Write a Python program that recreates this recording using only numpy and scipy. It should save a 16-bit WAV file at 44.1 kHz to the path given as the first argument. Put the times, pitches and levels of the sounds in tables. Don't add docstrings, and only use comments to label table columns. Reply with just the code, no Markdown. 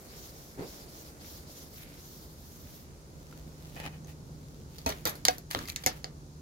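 import sys
import numpy as np
from scipy import signal
from scipy.fft import rfft, irfft, next_fast_len
from scipy.io import wavfile
from scipy.ndimage import uniform_filter1d

SR = 44100
rng = np.random.default_rng(int(sys.argv[2]) if len(sys.argv) > 2 else 0)


def unload_audio(sound):
    columns = np.transpose(np.atleast_2d(sound))
    steps = np.round(np.clip(columns, -1, 1) * 32767)
    wavfile.write(sys.argv[1], SR, steps.astype(np.int16))


N = 282681
FFT_SIZE = next_fast_len(N, True)
TIME, HZ = np.arange(N) / SR, np.fft.rfftfreq(FFT_SIZE, 1 / SR)


def amp(db):
    return np.exp(np.asarray(db) * (np.log(10) / 20))


def unit(x):
    return x / np.sqrt(np.mean(x ** 2) + 1e-20)


def over_hz(points, hz):
    f, value = np.transpose(points)
    return np.interp(np.log(hz + 1), np.log(f + 1), value)


def over_time(rows, axis=1, outside=None):
    rows = np.asarray(rows)
    return np.interp(TIME, rows[:, 0], rows[:, axis], outside, outside)


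def add(mix, s, sound):
    part = mix[:, round(s * SR):][:, :sound.shape[1]]
    part += sound[:, :part.shape[1]]


def filtered(x, gain):
    return irfft(rfft(x, FFT_SIZE) * gain, FFT_SIZE)[..., :N]


def drift(per_s):
    return unit(filtered(rng.standard_normal(N), 1 / (1 + (HZ / per_s) ** 4)))


def resonate(x, hz, width):
    turn = np.exp(2j * np.pi * np.cumsum(hz) / SR)
    pole = np.exp(-np.pi * width / SR)
    return 2 * (turn * signal.lfilter([1 - pole], [1, -pole], x / turn)).real


def ringing(x, modes):
    peaks = sum(amp(db) / (1 + 2j * (HZ - hz) / width) for hz, width, db in modes)
    return unit(filtered(x, 1 + peaks))


def snap(db):
    log_gain = np.log(amp(np.concatenate([db, db[-2:0:-1]])))
    return np.fft.ifft(np.exp(np.conj(signal.hilbert(log_gain)))).real


def sweep(s, rise_s, fall_s):
    lag = TIME - s
    return np.sin(np.pi / 2 * np.clip(1 - np.maximum(-lag / rise_s, lag / fall_s), 0, 1))


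def sweeps(rows):
    return sum(amp(db) * sweep(s, rise_s, fall_s) for s, rise_s, fall_s, db in rows)


def bursts(rows, attack_s, fade_db_per_s):
    each = []
    for s, hold_s, db in rows:
        attack = np.clip(1 + (TIME - s) / attack_s, 0, 1)
        each.append(attack * amp(db - fade_db_per_s * np.clip(TIME - s - hold_s, 0, 1)))
    return np.linalg.norm(each, axis=0)


# (frequency [Hz], left-right correlation [-1 to 1])
STEREO_IMAGE = [(60, 0.89), (150, 0.86), (300, 0.93), (640, 0.48), (1400, -0.48), (3000, 0.095),
                (15000, -0.097)]
def coloured(pair, spectrum):
    a, b = rfft(pair, FFT_SIZE)
    same = np.clip(over_hz(STEREO_IMAGE, HZ), -1, 1)
    stereo = np.array([a, same * a + np.sqrt(1 - same ** 2) * b])
    return unit(irfft(stereo * amp(over_hz(spectrum, HZ)), FFT_SIZE)[:, :N])


def friction(spectrum, per_s, spread_db, smooth):
    size = amp(spread_db * np.minimum(rng.exponential(1, N), 4))
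    slipping = rng.random(N) < per_s / SR
    slips = unit(size * slipping * rng.standard_normal((2, N)))
    return coloured(slips + smooth * rng.standard_normal((2, N)), spectrum)


# (frequency [Hz], t60 [s])
YARD_DECAY = [(250, 0.36), (800, 0.28), (2100, 0.24), (5500, 0.12), (14000, 0.1)]
def yard(size=9216, rise_s=0.00071):
    hz, t, bands = signal.stft(rng.standard_normal((2, size)), SR, nperseg=256)
    same = np.clip(over_hz(STEREO_IMAGE, hz), 0, 1)[:, None]
    bands[1] = same * bands[0] + np.sqrt(1 - same ** 2) * bands[1]
    decay = amp(-60 * t / over_hz(YARD_DECAY, hz)[:, None])
    tail = signal.istft(bands * decay, SR, nperseg=256)[1][:, :size]
    tail *= 1 - np.exp(-(np.arange(size) / SR / rise_s) ** 2)
    return unit(tail) / np.sqrt(size)


# (frequency [Hz], gain [dB])
RUMBLE_EQ = [(12, -45.5), (22, -31), (34, -4), (53, 3), (80, 3.5), (113, -5), (154, 1), (190, -5),
             (290, -6), (390, -10), (500, -12.5), (700, -20), (1500, -27), (3000, -101)]
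# (time [s], level [dB])
RUMBLE_RIDE = [(0, -55), (2.5, -53), (4.2, -51), (6.41, -52.5)]
# (frequency [Hz], gain [dB])
HISS_EQ = [(500, -17.5), (900, -3), (1150, -9.5), (1330, -7), (1520, -7.5), (2150, -12), (3000, -13),
           (4400, -7.5), (6800, -6.5), (8000, -14.5), (10500, -14), (15800, -20)]
def outdoor_air(rumble_trim_db=2, flutter_db=.7, hiss_db=-61.5):
    level = amp(over_time(RUMBLE_RIDE) + rumble_trim_db + flutter_db * drift(6))
    rumble = coloured(rng.standard_normal((2, N)), RUMBLE_EQ) * level
    hiss = coloured(rng.standard_normal((2, N)), HISS_EQ) * amp(hiss_db)
    return rumble + hiss


# (time [s], pitch [Hz], level [dB])
MOTOR_RIDE = [(0, 75.9, -66), (3.0, 77.93, -57), (3.9, 77.2, -47), (5.2, 76.76, -53.5), (6.41, 74.4, -51)]
def far_motor(fundamental_db=-6, beside_db=-5, beside_hz=134, waver=0.011, swell_db=1.0):
    phase = 2 * np.pi * np.cumsum(over_time(MOTOR_RIDE) * (1 + waver * drift(5.7))) / SR
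    fundamental = amp(fundamental_db - swell_db * drift(8.7)) * np.sin(phase)
    octave = amp(-swell_db * drift(5.7)) * np.sin(2 * phase)
    beside = amp(beside_db) * np.sin(2 * np.pi * np.cumsum(beside_hz * (1 + waver * drift(7.9))) / SR)
    return (fundamental + octave + beside) * amp(over_time(MOTOR_RIDE, axis=2))


# (frequency [Hz], gain [dB])
SLEEVE_EQ = [(150, 2), (300, 8.5), (600, 5.5), (950, -3.5), (1300, -2.5), (1700, -6.5), (2200, -5.5),
             (3200, -16.5), (6000, -9), (15000, -13)]
# (time [s], level [dB])
ARM_EFFORT = [(0, -53), (.5, -56.5), (.7, -52.5), (2.3, -60), (3, -62), (3.8, -61), (4.7, -69)]
# (frequency [Hz], gain [dB])
DENIM_EQ = [(2000, 4.5), (4500, 6.5), (7000, 3.5), (8500, -1), (12000, 3), (15500, 3)]
# (time [s], rise [s], fall [s], level [dB])
LEG_SHIFTS = [(3.35, .27, 0.46, -60.5), (3.72, 0.15, 0.27, -57), (4.095, 0.03, 0.045, -53),
              (4.55, 0.41, .2, -63.5), (4.77, 0.085, 0.2, -56.5)]
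def clothes():
    arms = amp(over_time(ARM_EFFORT, outside=-100))
    sleeves = friction(SLEEVE_EQ, per_s=3000, spread_db=2, smooth=0.56) * arms
    trousers = friction(DENIM_EQ, per_s=1800, spread_db=8.0, smooth=0.98) * sweeps(LEG_SHIFTS)
    return sleeves + trousers


# (frequency [Hz], gain [dB])
SOLE_EQ = [(200, -4.5), (450, -7.5), (850, -3), (1080, -9), (1280, -13), (1480, -10), (1750, -6),
           (2400, -8.5), (3200, -14.5), (3700, -14), (7000, -20), (8300, -28), (10000, -20.5), (15000, -24)]
# (frequency [Hz], width [Hz], gain [dB])
SOLE_CREAK = [(800, 90, -4), (1340, 45, 5), (1870, 73, 4), (2530, 140, 7), (2970, 140, 8)]
# (time [s], rise [s], fall [s], level [dB])
SCUFFS = [(3.765, 0.0051, 0.11, -46), (3.864, 0.027, 0.027, -40), (3.94, 0.037, 0.059, -56.5),
          (4.088, .014, 0.056, -57.5)]
# (time [s], click level [dB], ring pitch [Hz], ring level [dB])
GRIT_CRACKS = [(3.326, -15.5, 1380, -46), (3.765, -27, 775, -35.5), (3.8, -1.5, 1940, -46),
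               (3.862, -2.5, 1280, -37), (4.046, -22, 6350, -45)]
def shoe(crack_decay_s=0.0026, reverb_send=0.79, ring_t60_s=0.022, size=1024):
    slips = friction(SOLE_EQ, per_s=900, spread_db=1.5, smooth=.4)
    out = ringing(slips, SOLE_CREAK) * sweeps(SCUFFS)
    tick = snap(over_hz(SOLE_EQ, np.fft.rfftfreq(size, 1 / SR)))
    for s, click_db, ring_hz, ring_db in GRIT_CRACKS:
        tail = yard()
        t = np.arange(tail.shape[1]) / SR
        crack = unit(rng.standard_normal(tail.shape) * np.exp(-t / crack_decay_s)) / np.sqrt(len(t))
        add(out, s, amp(click_db) * signal.fftconvolve(crack + reverb_send * tail, tick[None], axes=1))
        ring = np.sin(2 * np.pi * (ring_hz * t + rng.random((2, 1))))
        add(out, s, amp(ring_db - 60 * t / ring_t60_s) * ring)
    return out


# (frequency [Hz], gain [dB])
THUD_EQ = [(70, -12), (160, 3), (215, -9), (280, -7), (400, -0.5), (560, -7.5), (800, -10), (1300, -18),
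           (2300, -22), (3500, -29), (8000, -37)]
# (start [s], hold [s], level [dB])
HEAD_ROCK = [(.595, 0.041, -37.5)]
def tool_head(handle_hz=285, handle_width_hz=45, handle_db=-3):
    blows = friction(THUD_EQ, per_s=1500, spread_db=0, smooth=1)
    handle = unit(resonate(blows, np.full(N, handle_hz), handle_width_hz))
    return unit(blows + amp(handle_db) * handle) * bursts(HEAD_ROCK, attack_s=0.025, fade_db_per_s=324)


# (fastest at [s], rise [s], fall [s], level [dB], fizz offset [dB])
CLOTH_STROKES = [(.02, .06, 0.058, -63, 3), (.24, 0.2, 0.077, -51.5, -4), (.425, 0.19, 0.16, -55, -2.5),
                 (.75, 0.17, 0.12, -49.5, -4.5), (.97, 0.12, 0.17, -52, -3), (1.285, 0.1, 0.16, -50, -2.5),
                 (1.58, 0.14, 0.11, -50.5, -3.5), (1.775, 0.12, 0.087, -55.5, 1),
                 (2.12, 0.33, 0.22, -54, -1.5), (2.56, 0.31, 0.27, -57.5, -0.5),
                 (2.78, .12, .1, -62.5, 1.5)]
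# (frequency [Hz], gain [dB])
CLOTH_EQ = [(1500, -3.5), (2300, -10), (3200, -1.5), (4200, 1), (5700, -3), (7000, 0), (8100, -12.5),
            (10000, -16.5), (12500, -17.5), (15500, -15.5)]
def cloth_rub(swish_db=-2.0, fizz_db=0.3, flutter_db=1.43, wander=.035, sheen=1.8, fizz_lag_s=0.01):
    rub = friction(CLOTH_EQ, per_s=20000, spread_db=1, smooth=1)
    highs = filtered(rub, 1 / (1 + (8500 / (HZ + 1)) ** 12))
    lows = rub - highs
    stroke_speeds = np.array([sweep(s, rise_s, fall_s) for s, rise_s, fall_s, _, _ in CLOTH_STROKES])
    level_db, fizz_offset_db = np.transpose(CLOTH_STROKES)[-2:]
    drive = stroke_speeds ** 0.83 * amp(flutter_db * drift(26))
    hand_speed = stroke_speeds.max(axis=0)
    swish_hz = (4360 + 1470 * hand_speed) * (1 + wander * drift(9))
    fizz_hz = (11150 + 2350 * hand_speed) * (1 + wander * drift(9))
    swish = unit(lows + sheen * resonate(lows, swish_hz, width=800))
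    fizz = unit(resonate(highs, fizz_hz, width=3300))
    swish_gain = amp(level_db + swish_db) @ drive
    fizz_gain = np.interp(TIME - fizz_lag_s, TIME, amp(level_db + fizz_offset_db + fizz_db) @ drive)
    return swish * swish_gain + fizz * fizz_gain


# (frequency [Hz], gain [dB])
RASP_EQ = [(700, -26), (1400, 3.5), (2200, 9), (2900, 5), (3800, 4), (4800, -10), (8000, -35)]
# (frequency [Hz], width [Hz], gain [dB])
HANDLE_MODES = [(1390, 110, -11), (2100, 390, -18), (3900, 210, -8.5)]
# (time [s], rise [s], fall [s], level [dB])
CLOTH_CATCHES = [(.14, 0.054, 0.039, -59), (1.215, 0.026, 0.12, -62.5), (1.81, 0.08, 0.1, -56),
                 (1.95, 0.075, 0.064, -60.5), (2.67, 0.052, 0.42, -66.5)]
def cloth_rasp():
    slips = friction(RASP_EQ, per_s=700, spread_db=3, smooth=.5)
    return ringing(slips, HANDLE_MODES) * sweeps(CLOTH_CATCHES)


# (frequency [Hz], level [dB], t60 [s])
BOTTLE_MODES = [(282.5, -45.5, 0.21), (502.5, -29.5, 0.084), (679, -28, 0.064), (747.7, -23.5, 0.11),
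                (1510, -40, 0.1), (2180, -39, 0.1), (2565, -45, 0.12), (2970, -36.5, 0.041),
                (4870, -54, 0.18), (5470, -56, 0.12), (6730, -22, 0.018)]
# (time [s], tuning [factor])
GRIP_TUNING = [(4.87, 0.88), (5.06, 0.7), (5.25, 0.96), (5.3, 1.004), (5.55, 0.75), (5.86, 1)]
def bottle_ring(s, ring_db, rise_s=0.00039, detune=0.005, size=9216):
    t = np.arange(size) / SR
    tuning = np.interp(s, *np.transpose(GRIP_TUNING))
    modes = np.zeros(size)
    for hz, db, t60 in BOTTLE_MODES:
        tuned_hz = hz * tuning * (1 + detune * rng.standard_normal())
        modes += amp(db - 60 * t / t60) * np.sin(2 * np.pi * (tuned_hz * t + rng.random()))
    return amp(ring_db) * modes * (1 - np.exp(-t / rise_s))


# (pitch [ratio], level [dB], 60 dB decay [cycles])
PANEL_MODES = [(1, 2.5, 104), (1.07, -11, 39), (2.8, -6, 170)]
def panel_ring(pitch_hz, level_db, rise_s=0.00028, size=9216):
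    t = np.arange(size) / SR
    modes = sum(amp(db - 60 * t * pitch_hz * ratio / cycles) * np.sin(2 * np.pi * pitch_hz * ratio * t)
                for ratio, db, cycles in PANEL_MODES)
    return amp(level_db) * modes * (1 - np.exp(-t / rise_s))


def shiver(t, buckle_s, stereo_spread=0.81):
    snaps = rng.standard_normal((3, len(t))) * np.exp(-t / buckle_s)
    stereo = snaps[0] + stereo_spread * snaps[1:]
    whitened = irfft(np.exp(1j * np.angle(rfft(stereo))), len(t))
    return unit(whitened * np.exp(-(t / (4 * buckle_s)) ** 2)) / np.sqrt(len(t))


# (frequency [Hz], gain [dB])
CRACK_EQ = [(2000, -1.2), (5200, -2), (12500, -10.5)]
# (frequency [Hz], width [Hz], gain
# [dB])
POP_BANDS = [(1030, 260, -5.5), (1510, 170, -4), (1940, 180, -1.5), (2650, 680, -5), (4500, 530, 3),
             (6300, 1700, 5), (8600, 1500, -2), (11900, 2400, 5), (16400, 1600, -7)]
def pop_click(thump_db, tilt, crack_hz, thump_hz=600, pivot_hz=5230, low_cut_hz=400, size=2048):
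    hz = np.fft.rfftfreq(size, 1 / SR)
    crack = [(f, db + tilt * np.log2(f / pivot_hz)) for f, db in CRACK_EQ]
    colour_db = over_hz([(thump_hz, thump_db)] + crack, hz)
    colour_db -= 10 * np.log10(1 + (low_cut_hz / (hz + 10)) ** 6)
    colour_db += sum(db / (1 + (2 * (hz - f) / width) ** 4) for f, width, db in POP_BANDS)
    colour_db += 8 / (1 + ((hz / crack_hz - 1) / 0.13) ** 2)
    ripple = unit(uniform_filter1d(uniform_filter1d(rng.standard_normal(len(hz)), size=11), size=11))
    colour_db += 2.5 * ripple * np.minimum(hz / 2500, 1)
    return snap(np.maximum(colour_db, -80))


def panel_flip(click, reverb_db, buckle_s, click_gain=0.63, bounce_gain=0.31, shiver_db=1.0):
    tail = yard()
    t = np.arange(tail.shape[1]) / SR
    direct = amp(shiver_db) * shiver(t, buckle_s)
    direct[:, 0] += click_gain
    direct[:, round(rng.uniform(.0011, .0015) * SR)] += bounce_gain
    return signal.fftconvolve(direct + amp(reverb_db) * tail, click[None], axes=1)[:, :len(t)]


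# (time [s], level [dB], thump [dB], tilt [dB/octave], reverb [dB],
# bottle ring [dB], # buckling time [s], crack peak [Hz], panel pitch [Hz], panel ring [dB])
BOTTLE_HITS = [(4.784, -19, 6, 1.5, -1, -19, 0.0027, 4430, 1300, -42),
               (4.8626, -6.5, 4.5, 3, 4, 8, 0.0011, 4080, 902, -15.5),
               (4.8907, -7.5, 10, 0.5, 4, 1.5, .002, 14000, 810, -27),
               (4.9025, -12, -14, -7, 3, -3, 0.0019, 12500, 1030, -30),
               (4.923, -15, -9, -9, -6, -12, .003, 3600, 1270, -30),
               (5.0544, -1.5, 2, 6, -0.5, -6.5, 0.0027, 4350, 1386, -25.5),
               (5.062, -11, 7.5, -9, 10, 0, 0.0014, 7150, 735, -28),
               (5.0732, -8.5, 3, 5.5, 5.5, -7, 0.0023, 14160, 858, -24.5),
               (5.0944, -9.5, -13, 4.5, 1, -25, 0.0022, 12100, 1260, -34),
               (5.1537, -23, -4, 7, 5, -18, .002, 4330, 1490, -25),
               (5.2522, 11, -7, 0.6, -6, -27, 0.0012, 4650, 1565, -46),
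               (5.284, 10, 3.5, -3.5, -12, -0.5, 0.0014, 4670, 1616, -32.5),
               (5.3828, -18.5, -14, 5, -2, -4, 0.0014, 12800, 1510, -38),
               (5.5117, -4, -4, -1, -6.5, -26, 0.001, 10300, 1220, -36),
               (5.549, -2, 13.5, -6.5, -15, -6.5, 0.00057, 4060, 406, -40),
               (5.59, -10, 1, -4, 0, -15, .0012, 1240, 1100, -38),
               (5.656, -23, -13, 3, -12, -20, .001, 4800, 2100, -21),
               (5.6765, -17.5, -23, -1, 4, -26, .0007, 4610, 1640, -42),
               (5.683, -21, -20, 3, -5, -24, 0.0012, 11000, 2280, -27),
               (5.686, -18, -28, -4, 6, -24, .001, 13500, 2500, -34),
               (5.6957, -16, -24, 5, -5, -24, 0.0012, 10400, 2340, -22),
               (5.7002, -9.5, -23, 3, -10, -36, 0.0004, 4300, 2550, -30),
               (5.7215, -19.5, -21, 3, -14, -24, 0.001, 12280, 2400, -29),
               (5.7613, -1, -14, -3.5, -5, -31, 0.00095, 6960, 2180, -39),
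               (5.8379, -13.5, 1, 0, -15, -13, 0.00061, 3600, 2500, -39),
               (5.841, -12.5, -9, -1.5, -4, -15, .0006, 13890, 2200, -43),
               (5.863, 11, -2, 1.5, -5, -6, 0.00041, 5630, 2073, -34),
               (5.8718, -2.5, 4, 1, 0, -3.5, .0014, 5300, 1760, -25.5),
               (6.044, -10, 10, -3.5, -4.5, -4.5, 0.00042, 4400, 2100, -56)]
def bottle_pops(trim_db=-3.5, lead_s=.0005, left_lag_s=.00044):
    hits = np.zeros((2, N))
    for s, db, thump_db, tilt, reverb_db, ring_db, buckle_s, crack_hz, panel_hz, panel_db in BOTTLE_HITS:
        flip = panel_flip(pop_click(thump_db, tilt, crack_hz), reverb_db, buckle_s)
        sound = flip + bottle_ring(s, ring_db) + panel_ring(panel_hz, panel_db)
        add(hits, s - lead_s, amp(trim_db + db) * sound)
    hits[0] = np.roll(hits[0], round(left_lag_s * SR))
    return hits


# (frequency [Hz], gain [dB])
CREASE_EQ = [(300, -8), (1000, 7), (2300, 9), (4800, 3.5), (7000, 3.5), (8500, -2), (11000, 3.5),
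             (15500, 3)]
# (start [s], hold [s], level [dB])
GRIP_SQUEEZES = [(4.755, 0.031, -61), (4.87, 0.024, -41), (4.97, 0.051, -56.5), (5.07, 0.13, -56.5),
                 (5.26, 0.047, -43), (5.508, 0.0079, -39), (5.555, 0.089, -49), (5.68, 0.0094, -46.5),
                 (5.79, 0.19, -55)]
def bottle_crinkle():
    creases = friction(CREASE_EQ, per_s=1500, spread_db=4.0, smooth=1.0)
    return creases * bursts(GRIP_SQUEEZES, attack_s=0.0055, fade_db_per_s=207)


# (frequency [Hz], gain [dB])
CONTENTS_EQ = [(30, -12), (60, 12), (150, 6), (250, 10), (420, 2.5), (600, -10), (900, -4), (1200, -1.5),
               (2200, -11.5), (4000, -10), (8000, -43)]
# (start [s], hold [s], level [dB])
BOTTLE_JOLTS = [(4.866, 0.0056, -33.5), (5.058, 0.0032, -37), (5.553, 0.0096, -34), (5.6, .025, -44.5),
                (5.867, 0.0016, -37)]
def bottle_contents():
    tumble = friction(CONTENTS_EQ, per_s=900, spread_db=2.5, smooth=0.98)
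    return tumble * bursts(BOTTLE_JOLTS, attack_s=0.0062, fade_db_per_s=304)


def scene():
    bed = outdoor_air() + far_motor()
    work = cloth_rub() + cloth_rasp() + clothes() + tool_head() + shoe()
    bottle = bottle_pops() + bottle_crinkle() + bottle_contents()
    return bed + work + bottle


def record(dry, bass_lean_db=.5, ceiling=.9, high_cut_hz=15900):
    lean = amp(np.array([[-1], [1]]) * bass_lean_db / (1 + (HZ / 1200) ** 2))
    saturated = ceiling * np.tanh(filtered(dry, lean) / ceiling)
    low_pass = signal.firwin(301, high_cut_hz, window=("kaiser", 9), fs=SR)
    return signal.oaconvolve(saturated, low_pass[None], "same")


dry = scene()
out = record(dry)
unload_audio(out)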